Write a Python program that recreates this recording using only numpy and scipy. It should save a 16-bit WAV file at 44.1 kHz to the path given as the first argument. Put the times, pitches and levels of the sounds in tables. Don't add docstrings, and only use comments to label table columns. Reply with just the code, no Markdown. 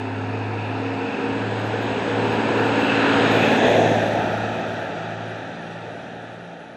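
import sys
import numpy as np
from scipy import signal
from scipy.io import wavfile
from scipy.ndimage import uniform_filter1d

SR = 44100
rng = np.random.default_rng(int(sys.argv[2]) if len(sys.argv) > 2 else 0)


def to_wav(s):
    ch = np.atleast_2d(s).T
    pcm = np.round(np.clip(ch, -1, 1) * 32767)
    wavfile.write(sys.argv[1], SR, pcm.astype(np.int16))


def natural_amplitude(level_db):
    exponent = np.asarray(level_db, float) / 20
    return 10 ** exponent


N = 298116


def evened(x):
    return x / np.sqrt(np.mean(x ** 2) + 1e-20)


def bump(t, centre_s, width_s):
    return np.exp(-.5 * ((t - centre_s) / width_s) ** 2)


def drift(per_s):
    steps = int(N / SR * per_s) + 3
    z = rng.standard_normal((steps, 2)) @ [1, 1j]
    smooth = signal.resample(z, 50 * steps)
    return smooth[(np.arange(N) / SR * per_s * 50).astype(int)] / np.sqrt(2)


def blend(values, facing):
    return sum(np.maximum(1 - abs(facing - k), 0) * v for k, v in enumerate(values))


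def doppler(t, abreast_s, glide_s, share):
    return 1 - share * (t - abreast_s) / np.hypot(t - abreast_s, glide_s)


# time in seconds, roar level in dB, facing side (0 far ahead, 1 near ahead, 2 flank, 3 tail).
PASSING = [(0.0, -33.5, 0.5), (.55, -32, 0), (1.0, -30, 0.3), (1.5, -29, 1.03), (2.05, -26.5, 1.15),
           (2.45, -24, 0.84), (2.85, -24, 1), (3.15, -22.5, 1.04), (3.55, -19, 1.57), (3.8, -17.5, 2),
           (3.97, -20.5, 2.5), (4.25, -24.5, 3), (4.6, -28.5, 6), (5.0, -31.5, 5), (6.4, -39, 3),
           (6.76, -42, 3)]


def passing(t):
    s, near_db, facing = np.transpose(PASSING)
    return np.interp(t, s, near_db), np.clip(np.interp(t, s, facing), 0, 3)


def body_screening(t):
    nose, shade = (3.1, .27, 4.5, 2, 1), (3.92, .3, -4.5, -2, -1)
    return sum(bump(t, s, width) * np.array(db)[:, None] for s, width, *db in (nose, shade))


# time in seconds, extra roar in dB, extra clatter in dB.
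SEAMS = [
    (3.67, 3.5, 2),
    (3.8, 0.5, -2),
    (4.2, 2.5, 1.5),
    (4.245, 0.5, 0.5),
]


def seam_surges(t):
    return sum(bump(t, s, .022) * np.array(db)[:, None] for s, *db in SEAMS)


def engine_cycle(t):
    cycle_hz = 16.669 + .507 * t
    return np.cumsum(cycle_hz * doppler(t, abreast_s=3.49, glide_s=.786, share=.046)) / SR


def echoed(dips, t):
    s, echo, top_db = np.transpose(dips)
    ends = np.append(s, 2 * s[-1] - s[-2])
    slip = np.interp(t, ends, np.arange(len(ends)))
    echo = np.clip(np.interp(t, s, echo), 0, 1)
    swell = natural_amplitude(np.interp(t, (ends[1:] + s) / 2, top_db))
    interference = abs(1 - echo * np.exp(2j * np.pi * slip)) / (1 + echo)
    return swell * interference ** .9


# time of the dip in seconds, echo share 0-1, top of the next swell in dB.
ORDER_6_DIPS = [(-.2, .5, -29), (1.17, .9, -30), (2.05, .5, -30), (2.42, .3, -31.5), (2.88, .45, -34),
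                (3.07, .35, -28.5), (3.56, .5, -29), (4.25, .15, -32.5), (4.62, .35, -38.5),
                (4.88, .5, -37), (5.6, .9, -43.5), (6.04, .35, -46), (6.57, .8, -57.5)]
ORDER_9_DIPS = [(-.2, .5, -54), (1.0, .5, -46), (1.77, .6, -40), (2.62, .8, -43), (3.11, .5, -31),
                (3.71, .6, -30.5), (4.02, .25, -39), (4.44, .45, -41), (4.8, .15, -38), (5.39, .5, -41),
                (6.05, .3, -45), (6.27, .5, -42), (6.65, .3, -50)]
ORDER_12_DIPS = [(-.2, .3, -44), (.84, .5, -36), (1.52, 1, -37.5), (2.1, .6, -30.5), (2.65, 0.28, -30.5),
                 (3.05, 0.33, -29), (3.37, 0.27, -25), (3.67, .8, -30.5), (4.2, 0.55, -37), (4.9, .9, -45),
                 (5.41, .8, -43.5), (5.78, .6, -48.5), (6.44, .9, -50)]
ORDER_15_DIPS = [(-.3, .2, -34), (.61, .6, -30), (1.15, .4, -28), (1.53, .8, -42), (1.69, .8, -31.5),
                 (2.03, .6, -31.5), (2.3, .3, -31), (2.63, .4, -25), (2.9, .1, -23.5), (3.45, .5, -33),
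                 (3.71, .7, -36), (4.11, .8, -42), (4.55, .5, -45), (5.08, .6, -46), (5.7, .8, -47),
                 (6.4, .8, -51)]
# order of the cycle, levels in dB over the roar from far ahead, near ahead, flank and tail.
WEAK_ORDERS = [(3, -39, -42, -48, -37), (4, -29, -30, -34, -27), (5, -29, -30, -32, -24),
               (7, -22, -22, -22, -20), (8, -18, -20, -22, -22), (10, -22, -22, -20, -18),
               (11, -12, -10, -16, -16), (13, -15, -14, -17, -17), (14, -16, -8, -14, -17),
               (16, -12, -11, -16, -19), (17, -12, -16, -18, -18), (18, -16, -13, -14, -20),
               (19, -16, -18, -20, -20), (20, -14, -13, -14, -16), (21, -18, -16, -16, -18),
               (22, -16, -9, -18, -22), (24, -9, -10, -14, -18), (26, -5, -5, -14, -26),
               (27, -20, -14, -22, -26), (39, -10, -20, -30, -30), (41, -14, -22, -30, -30),
               (42, -9, -20, -30, -30), (45, -17, -26, -34, -34), (48, -17, -26, -34, -34)]


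def engine(t, roar_db, facing, cycle):
    out = np.zeros(N)
    strong = {6: ORDER_6_DIPS, 9: ORDER_9_DIPS, 12: ORDER_12_DIPS, 15: ORDER_15_DIPS}
    for order, dips in strong.items():
        wander = np.exp(.045j * order * drift(per_s=6).real)
        tone = (wander * np.exp(2j * np.pi * order * cycle)).real
        out += np.sqrt(2) * echoed(dips, t) * tone
    for order, *side_db in WEAK_ORDERS:
        fading = .7 + .7 * drift(per_s=3 + order / 3)
        turn = np.exp(2j * np.pi * (order * cycle + 0.28 * rng.standard_normal()))
        out += natural_amplitude(roar_db + 1.0 + blend(side_db, facing)) * (fading * turn).real
    return out


def read(points, hz):
    f, db = np.transpose(points)
    return np.interp(np.log(hz + 1), np.log(f + 1), db, left=-200, right=-200)


def rush(colours, level_db, facing, patchy_db, size=1024):
    hop = size // 4
    frames, hz = N // hop + 5, np.fft.rfftfreq(size, 1 / SR)
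    a, b, patches = rng.standard_normal((3, len(hz), frames))
    patches = uniform_filter1d(patches, size=6, axis=0)
    patches = evened(uniform_filter1d(patches, size=16, axis=1))
    side = facing[np.minimum(np.arange(frames) * hop, N - 1)]
    shape = natural_amplitude(blend([read(c, hz)[:, None] for c in colours], side))
    shape = shape / np.sqrt((shape ** 2).mean(0))
    z = (a + 1j * b) * shape * natural_amplitude(patchy_db * patches)
    noise = signal.istft(z, nperseg=size, noverlap=size - hop)[1][:N]
    return natural_amplitude(level_db) * evened(noise)


def knock(cycle, depth):
    firing = 6 * cycle
    strength = 1 + .5 * rng.standard_normal(6)[firing.astype(int) % 6]
    return evened(1 + depth * strength * np.sin(np.pi * firing) ** 2)


# frequency in Hz, level in dB per Hz.
ROAR_COLOURS = [
    [(35, -59), (60, -40), (95, -24), (140, -11), (330, -8.5), (460, -7.5), (600, -12.5), (760, -7), (950, -7.5), (1200, -27), (1560, -38), (2640, -120)],
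    [(35, -63.5), (60, -43.5), (95, -12), (140, -12), (330, -7.5), (470, -2), (620, -6), (800, -5), (950, -6), (1200, -22.5), (1560, -39.5), (2640, -120)],
    [(35, -64), (60, -31), (102, -33), (134, -9.5), (158, -23), (263, -8), (365, -7.5), (700, -0.5), (1200, -28), (1560, -50), (2640, -120)],
    [(35, -60), (60, -29), (95, -18), (140, -10.5), (300, -7.5), (500, -3), (680, 1), (880, -4), (1060, -26.5), (1200, -25), (1560, -51), (2640, -120)],
]


def roar(roar_db, facing, cycle):
    return rush(ROAR_COLOURS, roar_db, facing, patchy_db=0.32, size=2048) * knock(cycle, depth=0.23)


# frequency in Hz, level in dB per Hz.
CLATTER_COLOURS = [
    [(620, -30), (1050, -4), (1120, -9), (1220, -3), (1320, 4), (1430, -1.5), (1690, 2), (2010, -6.5), (2620, 0), (3160, -15.5), (3570, -11.5), (4600, -22.5), (5980, -51.5), (10100, -120)],
    [(620, -16.5), (1050, -5.5), (1170, -3.5), (1500, 1.5), (1700, 2), (1940, -6.5), (2050, -7.5), (2370, -5.5), (2650, -4.5), (3140, -10), (4020, -14), (4600, -23.5), (5980, -53), (10100, -120)],
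    [(620, -27), (1050, -9.5), (1300, -8), (1750, 3.5), (2150, -5.5), (2570, -1), (3020, -10.5), (3420, -3.5), (3940, -10), (4600, -29), (5980, -59), (10100, -120)],
    [(620, -43), (1050, -16.5), (1290, -2), (1650, -0.5), (1850, -3), (2140, -15.5), (2390, -9), (2590, -8), (2930, -14), (3320, -13.5), (3870, -14.5), (4320, -24.5), (4600, -47), (5980, -53), (10100, -120)],
]


def clatter(clatter_db, facing, cycle):
    return rush(CLATTER_COLOURS, clatter_db, facing, patchy_db=0.64) * knock(cycle, depth=0.073)


# frequency in Hz, level in dB per Hz.
HISS_COLOURS = [
    [(2590, -32), (4400, 0.5), (4770, -2), (5420, -4.5), (5850, -10.5), (6510, -6), (7300, -14.5), (7960, -10), (8400, -19.5), (10900, -42), (18500, -120)],
    [(2590, -28), (4400, -7), (4880, -0.5), (5800, -10), (6020, -10), (6570, -4), (7260, -12), (7910, -6.5), (8400, -15), (10900, -41), (18500, -120)],
    [(2590, -27), (4400, -2), (4940, -2.5), (6640, 5), (7360, -6.5), (7960, -4.5), (8400, -10.5), (10900, -36), (18500, -120)],
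    [(2590, -17), (4400, -0.5), (4660, 2.5), (5110, -3), (5430, -0.5), (5960, 0.5), (7300, -7.5), (7870, -6.5), (8400, -17.5), (10900, -39), (18500, -120)],
]
# frequency in Hz, level in dB per Hz.
TOP_COLOUR = [(8000, -30), (8400, -1), (9000, -6.5), (9700, -1), (10500, 1.5), (10700, -38)]


def hiss(hiss_db, facing):
    body = rush(HISS_COLOURS, hiss_db, facing, patchy_db=1.0)
    top = rush([TOP_COLOUR] * 4, 0.52 * hiss_db - 40, facing, patchy_db=2.0)
    return body + top


def whistle(hz, db, width_hz):
    pole = np.exp(-np.pi * width_hz / SR)
    noise = rng.standard_normal((N, 2)) @ [1, 1j]
    fuzz = signal.lfilter([1], [1, -2 * pole, pole ** 2], noise)
    return natural_amplitude(db) * evened((fuzz * np.exp(2j * np.pi * np.cumsum(hz) / SR)).real)


def boosted_pitch(t, full_hz, climb_hz_per_s):
    lag = np.minimum(t - 2.75, 0)
    return (full_hz + climb_hz_per_s * lag) * doppler(t, abreast_s=3.3, glide_s=.25, share=.026)


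# centre in seconds, width in seconds, change of level in dB.
WHINE_GAPS = [
    (.62, 0.074, 10),
    (1.15, 0.11, 13),
    (1.88, 0.036, -2),
    (2.65, 0.082, 5),
    (2.9, 0.054, 9),
    (3.1, 0.08, 3.5),
    (3.46, 0.065, 9),
    (4.4, 0.12, 2),
]


def gear_whine(t, db):
    db = db - 3 * np.maximum(t - 3.9, 0)
    db = db + 2.5 * drift(per_s=7).real
    db = db + sum(gain_db * bump(t, s, width) for s, width, gain_db in WHINE_GAPS)
    return whistle(boosted_pitch(t, 2615, 52), db, width_hz=320)


# start in seconds, length in seconds.
TURBO_BURSTS = [(1.58, .045), (1.645, .045), (1.8, .05), (2.25, .05), (2.32, .04), (2.57, .05), (2.64, .05),
                (2.8, .07), (3.31, .27), (3.66, .17), (3.86, .58), (4.47, .15), (4.66, .1), (4.78, .11),
                (5.29, .05), (5.36, .045), (5.77, .06), (6.14, .07), (6.31, .06)]


def turbocharger(t, db):
    heard = sum((t > s) & (t < s + length) for s, length in TURBO_BURSTS) * 1.
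    heard = uniform_filter1d(heard, size=600)
    return heard * whistle(boosted_pitch(t, 11510, 400), db, width_hz=300)


def scene():
    t = np.arange(N) / SR
    near_db, facing = passing(t)
    seen_clatter_db, seen_hiss_db, seen_whine_db = body_screening(t)
    surge_roar_db, surge_clatter_db = seam_surges(t)
    roar_db = near_db + surge_roar_db
    clatter_db = near_db - 4.5 + seen_clatter_db + surge_clatter_db
    hiss_db = near_db - 24 + seen_hiss_db
    whine_db = clatter_db - 14.5 + seen_whine_db
    cycle = engine_cycle(t)
    mix = engine(t, roar_db, facing, cycle)
    mix += roar(roar_db, facing, cycle) + clatter(clatter_db, facing, cycle) + hiss(hiss_db, facing)
    mix += gear_whine(t, whine_db) + turbocharger(t, hiss_db - 15)
    return mix[None]


# start in seconds, all kept below in Hz, patches kept below in Hz,
# share of patches kept 0-1.
TREBLE_KEPT = [
    (0, 8400, 10000, .35),
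    (.8, 8500, 9450, .57),
    (1.16, 8550, 9700, .08),
    (2.0, 8550, 10000, .25),
    (2.28, 8550, 9800, .08),
    (2.86, 8550, 9600, .35),
    (3.08, 8300, 10000, .55),
    (4.48, 8100, 9500, .5),
    (4.75, 8000, 10000, .55),
    (5.6, 8000, 10500, .55),
]


def treble_gate(dry):
    hz, t, z = signal.stft(dry[0], SR, "cosine", nperseg=2048, noverlap=1024)
    start, *habit = np.transpose(TREBLE_KEPT)
    full_hz, patchy_hz, share = np.array(habit)[:, np.searchsorted(start, t, "right") - 1]
    band = np.arange(len(hz)) // 5
    held = np.arange(len(t)) // 2 * 2
    chance = rng.random((len(hz), len(t)))[band][:, held]
    f = hz[5 * band, None]
    kept = (f < full_hz) | (f < patchy_hz) & (chance < share)
    kept &= ~((abs(f - 7350) < 150) & (chance < .45))
    top = uniform_filter1d(abs(z), size=5, axis=0) * (f > 10700)
    kept |= top > np.maximum(natural_amplitude(-92), natural_amplitude(-8) * top.max(0))
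    return signal.istft(z * kept, SR, "cosine", nperseg=2048, noverlap=1024)[1][None, :N]


def top_cut(x):
    return signal.sosfilt(signal.butter(12, 11950, fs=SR, output="sos"), x)


def record(dry):
    thinned = treble_gate(dry)
    return top_cut(thinned)


dry = scene()
out = record(dry)
to_wav(out)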